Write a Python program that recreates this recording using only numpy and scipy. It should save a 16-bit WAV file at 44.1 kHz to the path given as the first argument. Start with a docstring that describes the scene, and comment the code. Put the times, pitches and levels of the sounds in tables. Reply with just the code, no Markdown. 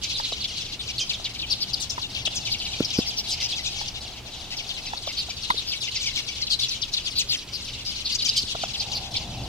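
"""Finches feeding in a snowy yard

A flock calls in a fenced yard, heard at the two microphone ports of a hand-held camera. In each chirp
the two voices of the syrinx fall together; some birds rasp. Near birds stand out over a blur of far ones.
Fingers tick and bump on the camera body; distant traffic hums and swells at the end."""
import sys
import numpy as np
from scipy import signal
from scipy.fft import rfft, irfft, next_fast_len
from scipy.io import wavfile
from scipy.ndimage import uniform_filter1d

SR = 44100
rng = np.random.default_rng(int(sys.argv[2]) if len(sys.argv) > 2 else 0)


def store_pcm(level_fs):
    """Save levels as 16-bit WAV."""
    pcm = np.round(np.clip(level_fs, -1, 1) * 32767).astype(np.int16)
    wavfile.write(sys.argv[1], SR, np.atleast_2d(pcm).T)


N = 418052

# spectrum of the steady air and traffic noise: frequency_hz, relative_density_db
AIR_SPECTRUM = [(12, -38), (20, 11.5), (119, -7), (326, -5.5), (1790, -14.5), (2870, -9), (4480, -13),
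                (15700, -32.5)]
# bands of the traffic hum: centre_hz, width_hz, relative_level_db
HUM_BANDS = [(65.9, 25, -4), (117.2, 16.7, -5), (168, 262, -3)]
# swell of the distant traffic: time_s, rumble_db, tyre_hiss_db
TRAFFIC_LEVELS = [(0, -45, -65.5), (2.3, -42, -51.5), (4.9, -47, -52), (5.3, -47, -68.5), (8.5, -45, -64.5),
                  (8.9, -43, -44), (9.2, -39, -45), (9.48, -33, -42.5)]
# finger impacts on the camera body: start_s, level_db, pitch_hz
FINGER_KNOCKS = [(0.198, -20.5, 910), (0.32, -25.5, 579), (1.196, -32.5, 684), (1.98, -20, 990),
                 (2.273, -27.5, 690), (2.803, -11.5, 242), (2.986, -11, 218), (3.812, -24, 905),
                 (4.932, -19, 894), (5.073, -23.5, 620), (5.285, -31, 764), (5.502, -7.5, 1046),
                 (5.541, -31.5, 404), (8.434, -34, 198), (8.55, -23, 687), (8.635, -17.5, 713)]
# the flock as the camera turns: time_s, far_birds_db, near_left_minus_right_db
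FLOCK_BALANCE = [(0, -31.5, -0.5), (1.3, -40.5, 3.5), (1.7, -39, 6.5), (3.5, -33.5, 3.5), (4.2, -41.5, 6.5),
                 (5.4, -37, 4), (6.5, -35.5, 5), (7.6, -38, 5.5), (8.3, -31, 3.5), (9.48, -42, 2.5)]
# joint response of beak and microphone: frequency_hz, gain_db
BEAK_RESPONSE = [(1500, -14), (2200, -5.5), (3000, 0), (4500, 5.5), (6000, 2), (8000, -5.5), (16000, -7)]
# hoarse near calls, two of them thin and high: start_s, centre_hz, length_s, relative_level_db
NEAR_RASPS = [(0.136, 3680, 0.052, -31), (0.179, 4930, 0.021, -27), (0.225, 3980, 0.048, -31),
              (0.584, 3500, 0.05, -44), (0.711, 4170, 0.04, -39), (0.79, 3590, 0.037, -30.5),
              (0.977, 4290, 0.021, -27), (1.498, 4820, 0.044, -31), (1.61, 4740, 0.032, -27.5),
              (1.731, 4610, 0.022, -24), (1.894, 5500, 0.022, -27), (2.266, 3160, 0.02, -21),
              (2.513, 4730, 0.026, -25), (2.844, 5020, 0.0207, -25.5), (2.96, 5080, 0.056, -31),
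              (3.059, 4980, 0.049, -28), (3.16, 5450, 0.057, -26.5), (3.298, 5000, 0.054, -28),
              (3.41, 5430, 0.066, -27), (4.563, 5270, 0.028, -33), (4.968, 4230, 0.018, -34),
              (5.167, 4350, 0.055, -28), (5.498, 3620, 0.03, -26), (5.565, 3890, 0.044, -27.5),
              (5.667, 4760, 0.059, -29.5), (6.499, 4310, 0.063, -25.5), (6.589, 3900, 0.016, -23),
              (6.682, 5770, 0.021, -26), (6.703, 4140, 0.044, -28.5), (6.935, 4190, 0.02, -23),
              (7.151, 4240, 0.066, -25.5), (7.165, 14100, 0.051, -33), (7.287, 4470, 0.042, -25),
              (7.29, 14400, 0.06, -39), (7.524, 4820, 0.052, -33), (7.85, 4970, 0.072, -31.5),
              (7.94, 4160, 0.033, -39), (8.045, 4190, 0.042, -26.5), (8.115, 4600, 0.031, -27.5),
              (8.218, 4580, 0.023, -26), (8.286, 4760, 0.019, -20), (8.356, 4820, 0.053, -24.5),
              (8.795, 4610, 0.024, -24), (8.943, 4380, 0.045, -29.5), (9.149, 3510, 0.023, -28)]
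# near chirps: start_s, base_pitch_hz, length_s, bend (1 slide to 5 hook), relative_level_db, overtones_db
NEAR_CHIRPS = [(0.029, 1930, 0.027, 1.26, -38, 2), (0.317, 2790, 0.032, 4.2, -35, -11),
               (0.401, 2140, 0.055, 1.26, -38, -16), (0.439, 2340, 0.027, 1.8, -31.5, -18),
               (0.875, 2180, 0.046, 4.6, -34.5, -7), (0.985, 2290, 0.059, 3.76, -32, -3),
               (1.092, 2227, 0.037, 1.8, -29, -13), (1.131, 2240, 0.032, 2.1, -34.5, -13),
               (1.242, 2115, 0.038, 1.64, -32, -14), (1.346, 2200, 0.032, 4.4, -39, -16),
               (1.389, 2550, 0.024, 2.2, -36, -20), (1.415, 2190, 0.044, 2.4, -33, -29),
               (1.499, 2415, 0.05, 0.87, -30.5, -14), (1.602, 2440, 0.049, 0.75, -34.5, -17),
               (1.796, 2560, 0.056, 2.7, -40.5, 5), (1.894, 2550, 0.055, 3.8, -42.5, 1),
               (2.014, 2600, 0.058, 3.4, -35, -18), (2.145, 2100, 0.047, 2.7, -34, -22),
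               (2.251, 2270, 0.024, 2, -28.5, -8.5), (2.343, 2305, 0.055, 2.6, -40.5, 5.5),
               (2.449, 2060, 0.056, 2.1, -33, -9), (2.534, 2140, 0.028, 3, -30.5, -11),
               (2.599, 2070, 0.032, 1.3, -34, -29), (2.648, 2197, 0.037, 2.1, -35, -19),
               (2.728, 2253, 0.025, 3.6, -35, -10), (2.78, 2380, 0.032, 1.7, -45, -20),
               (2.822, 2255, 0.025, 2.7, -33.5, -12), (2.903, 2660, 0.02, 2.6, -33.5, -15),
               (2.926, 2330, 0.047, 5, -34.5, -3.5), (3.013, 2350, 0.031, 1.7, -36, -10),
               (3.28, 2770, 0.064, 2.9, -41.5, 4.5), (3.399, 2005, 0.041, 5.8, -34.5, -5.5),
               (3.514, 2460, 0.041, 4.5, -33, -15), (3.554, 1950, 0.064, 2.8, -36, -5),
               (3.647, 2460, 0.047, 4.7, -33, -5), (3.756, 2096, 0.065, 3.1, -40.5, -2),
               (3.874, 2080, 0.024, 3.4, -39, -1), (3.94, 2020, 0.059, 1.9, -40, -13),
               (4.503, 1950, 0.052, 5.9, -37, -6), (4.583, 2080, 0.037, 2.1, -35.5, -11),
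               (4.69, 2160, 0.039, 1.8, -36, -16), (4.765, 1930, 0.04, 3.9, -37, -11),
               (4.853, 1920, 0.042, 3.6, -38.5, -4), (5.062, 2014, 0.065, 3.2, -36, -6),
               (5.169, 2240, 0.034, 3, -36, -20), (5.29, 2215, 0.036, 5.9, -37, -4),
               (5.714, 2014, 0.043, 1.8, -31, -12), (5.804, 2340, 0.072, 2.3, -36, -5),
               (5.869, 2038, 0.032, 5.2, -31.5, -12), (5.943, 1900, 0.045, 2.7, -34.5, 0),
               (6.007, 2240, 0.061, 3.2, -34.5, -3.5), (6.054, 2085, 0.046, 4.6, -30, -5),
               (6.152, 2013, 0.058, 3.2, -30.5, -7), (6.276, 2120, 0.032, 4.3, -34, -6.5),
               (6.415, 2950, 0.032, 6.1, -31.5, -21), (6.466, 2320, 0.026, 1.27, -36, -19),
               (6.498, 2860, 0.058, 4.2, -31, -9), (6.588, 3030, 0.051, 1.8, -37.5, -12),
               (6.609, 2670, 0.057, 1.65, -33.5, -7), (6.631, 2960, 0.025, 5, -32, -12),
               (6.816, 2785, 0.032, 1.9, -32, -32), (6.929, 3040, 0.031, 1, -35, -27),
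               (6.965, 2340, 0.028, 1.06, -31, -22), (7.055, 2080, 0.047, 0.89, -34, -8),
               (7.181, 1940, 0.049, 1.1, -30, -2), (7.313, 1900, 0.052, 1.1, -29, -9),
               (8.142, 2340, 0.027, 5, -39.5, 8.5), (8.182, 2210, 0.036, 1.1, -34, -12),
               (8.242, 2210, 0.042, 3, -31.5, -0.5), (8.27, 2186, 0.032, 1, -35, -4),
               (8.362, 2960, 0.03, 5.3, -29, -2), (8.604, 2260, 0.075, 1.8, -39.5, -4),
               (8.735, 1920, 0.036, 1.44, -33.5, -11), (8.813, 2270, 0.024, 4.3, -36.5, -6),
               (8.914, 2270, 0.043, 3.3, -36, -5), (9.139, 2210, 0.03, 4.5, -32, -14),
               (9.161, 2410, 0.025, 1.1, -32, -21)]

VOICE_RATIO, FALL, UPTURN = 1.3, .9, .07  # upper over lower voice; glide depths relative to base pitch
FAR_CHIRPS_PER_S, CUTOFF_HZ = 90, 15750


def undb(db):
    """Amplitude ratio of a level in decibels."""
    return 10 ** (np.asarray(db) / 20)


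def at_level(x, db):
    """Scale a signal to an rms level."""
    return x * undb(db) / np.sqrt(np.mean(x ** 2))


def curves(table):
    """Interpolate the columns of a time table linearly at every sample."""
    time_s, *columns = np.transpose(table)
    return [np.interp(np.arange(N) / SR, time_s, column) for column in columns]


def shape(x, gain):
    """Zero-phase filter: multiply the spectrum by a gain that is a function of frequency."""
    size = next_fast_len(N)
    hz = np.maximum(np.arange(size // 2 + 1) * SR / size, 1)
    return irfft(rfft(x, size) * gain(hz), size)[..., :N]


def colour(x, response):
    """Filter by (frequency_hz, gain_db) points joined on a logarithmic frequency axis."""
    hz, db = np.transpose(response)
    return shape(x, lambda f: undb(np.interp(np.log(f), np.log(hz), db)))


def wobble(count, span):
    """Random fluctuation of unit rms: white noise averaged over span samples."""
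    return at_level(uniform_filter1d(rng.standard_normal(count), size=span), 0)


def port_noise(correlation):
    """Partly coherent noise at the two ports: a common part plus an opposed part."""
    mid, side = rng.standard_normal((2, N))
    return np.sqrt(1 + correlation) * mid + np.sqrt(1 - correlation) * side * np.array([[1], [-1]])


def place(out, x, start_s, pan_db, lag_s):
    """Level and time differences give direction: the left port is louder by pan_db, later by lag_s."""
    for port, sign in enumerate((1, -1)):
        i = max(int((start_s + sign * lag_s / 2) * SR), 0)
        out[port, i:i + len(x)] += (x * undb(sign * pan_db / 2))[:max(N - i, 0)]


def background():
    """Band-limited noise: traffic hum wavers in low bands, tyres hiss higher, air noise lies under both."""
    def hum_gain(f):
        return sum(undb(db) / np.sqrt(width) / (1 + ((f - hz) * 2 / width) ** 2)
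                   for hz, width, db in HUM_BANDS)

    rumble_db, tyre_db = curves(TRAFFIC_LEVELS)
    rumble = shape(port_noise(0.98), hum_gain)
    tyres = shape(port_noise(0.75), lambda f: 1 / (1 + ((f - 760) / 150) ** 2))
    air = colour(port_noise(0.75), AIR_SPECTRUM)
    return at_level(rumble, rumble_db) + at_level(tyres, tyre_db) + at_level(air, -44.5)


def finger_knocks():
    """Impact drives a pulse, a damped ring and a crack; the shell carries them late to the left port."""
    out, t = np.zeros((2, N)), np.arange(SR // 16) / SR
    # a finger stays in contact for some milliseconds
    contact = np.exp(-((t - .004) / np.where(t < .004, .0012, .0025)) ** 2)
    for start_s, db, hz in FINGER_KNOCKS:
        phase = 2 * np.pi * hz * t
        blow = contact * (np.sin(phase) + .5 * np.sin(1.91 * phase + 1))
        ring = .35 * np.exp(-t / .008) * np.sin(1.1 * phase) * (1 + wobble(len(t), span=60))
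        crack = 0.15 * (hz / 1000) * np.exp(-t / 0.0041) * wobble(len(t), span=12)
        knock = undb(db) * (blow + ring + crack)
        place(out, knock, start_s, pan_db=-1.0, lag_s=0.00031 * min(hz / 900, 1))
    return out


def yard_echoes(x, t60_s, wet_db):
    """Scattering from fence, trees and house: a diffuse exponential decay, different at each port."""
    t = np.arange(SR // 2) / SR
    response = rng.standard_normal((2, len(t))) * np.exp(-np.log(1000) * t / t60_s)
    response *= undb(wet_db) / np.sqrt(np.sum(response ** 2, axis=1, keepdims=True))
    return signal.fftconvolve(x.mean(axis=0, keepdims=True), response, axes=1)[:, :N]


def rasp(centre_hz, length_s):
    """Rapid random modulation of pitch and amplitude broadens a sagging voice into a buzz."""
    count = int(length_s * SR)
    progress = np.arange(count) / (length_s * SR)
    hz = centre_hz * (1 + 0.1203 * (.5 - progress) + 0.094 * wobble(count, span=30))
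    phase = 2 * np.pi * np.cumsum(hz) / SR
    voice = np.sin(phase) + 0.2 * np.sin(.62 * phase) + 0.2 * np.sin(2.5 * phase)
    flutter = 1 + 0.41 * wobble(count, span=40)
    return voice * flutter * np.sin(np.pi * progress) ** 0.77


def chirp(base_hz, length_s, bend, overtones_db, roughness, third_order_db=-16, breath_db=-6):
    """Nonlinear mixing of two falling syrinx voices yields harmonics and sum tones."""
    count = int(length_s * SR)
    progress = np.arange(count) / (length_s * SR)
    # turbulent air makes the membranes flutter in amplitude and pitch, most as they start and stop
    unrest = roughness * (1 + 2.5 * (2 * progress - 1) ** 4)
    # with a large bend the pitch falls fast, flattens and turns up
    glide = 1 + FALL * (1 - progress) ** bend + UPTURN * (bend - 1) * progress ** 5
    hz = base_hz * glide * (1 + 0.02516 * wobble(count, span=300))
    # phases of the lower and upper voice
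    low = 2 * np.pi * (np.cumsum(hz) / SR + rng.random()) + .45 * unrest * wobble(count, span=20)
    high = VOICE_RATIO * (1 + 0.02027 * rng.standard_normal()) * low + 2 * np.pi * rng.random()
    second_order = np.sin(2 * low) + 1.05 * np.sin(low + high) + np.sin(2 * high)
    third_order = np.sin(3 * low) + np.sin(2 * low + high) + np.sin(low + 2 * high) + np.sin(3 * high)
    third_order *= np.clip(5 - hz / 1e3, 0, 1)  # fades out for pitches from 4 to 5 kHz
    breath = undb(breath_db) * rng.standard_normal(count)
    effort = np.sin(np.pi * progress ** 0.95) ** 0.64
    balance = 0.38 * wobble(count, span=400)  # the two voices take turns
    voices = (1 + balance) * np.sin(low) + (1 - balance) * np.sin(high)
    overtones = undb(overtones_db) * effort * (second_order + undb(third_order_db) * (third_order + breath))
    flutter = 1 + 0.65 * unrest * wobble(count, span=20)
    return (voices + overtones) * flutter * effort


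def near_birds(turn_db):
    """Direct sound outweighs the echoes, so close chirps and rasps stay distinct."""
    out = np.zeros((2, N))
    calls = []
    for start_s, hz, length_s, bend, db, overtones_db in NEAR_CHIRPS:
        call = chirp(hz, length_s, bend, overtones_db, roughness=0.11 + 0.6 * rng.random())
        calls.append((start_s, undb(db + 3.5) * call))
    calls += [(start_s, undb(db) * rasp(hz, length_s)) for start_s, hz, length_s, db in NEAR_RASPS]
    for start_s, call in calls:
        pan_db = turn_db[int(start_s * SR)] + 7 * (rng.random() - .5)
        # a bird on the left reaches the left port first
        place(out, call, start_s, pan_db, lag_s=-2.5e-5 * pan_db)
    return out + yard_echoes(out, t60_s=0.21, wet_db=-8)


def far_birds(level_db):
    """Incoherent superposition: many chirps from all sides overlap and blur in the reverberation."""
    out = np.zeros((2, N))
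    for when, pitch, length, bend, loudness, side in rng.random((int(FAR_CHIRPS_PER_S * N / SR), 6)):
        call = chirp(1950 * (1 + .5 * pitch), .024 + .03 * length, 1 + 4 * bend,
                     overtones_db=-7, roughness=0.37)
        place(out, undb(8 * loudness) * call, when * N / SR,
              pan_db=3 + 12 * (side - .5), lag_s=3e-4 * (.3 - side))
    return at_level(out + yard_echoes(out, t60_s=0.25, wet_db=-4.7), level_db)


def flock():
    """Source and filter: the response of beak and microphone colours every call."""
    far_db, turn_db = curves(FLOCK_BALANCE)
    return colour(near_birds(turn_db) + far_birds(far_db), BEAK_RESPONSE)


def scene():
    """Linear superposition of birds, knocks and background at the two ports."""
    return flock() + finger_knocks() + background()


def record(dry):
    """Band limiting: the camera's steep low-pass filter removes the highest treble."""
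    return signal.sosfilt(signal.ellip(12, .2, 80, CUTOFF_HZ, fs=SR, output="sos"), dry)


dry = scene()
out = record(dry)
store_pcm(out)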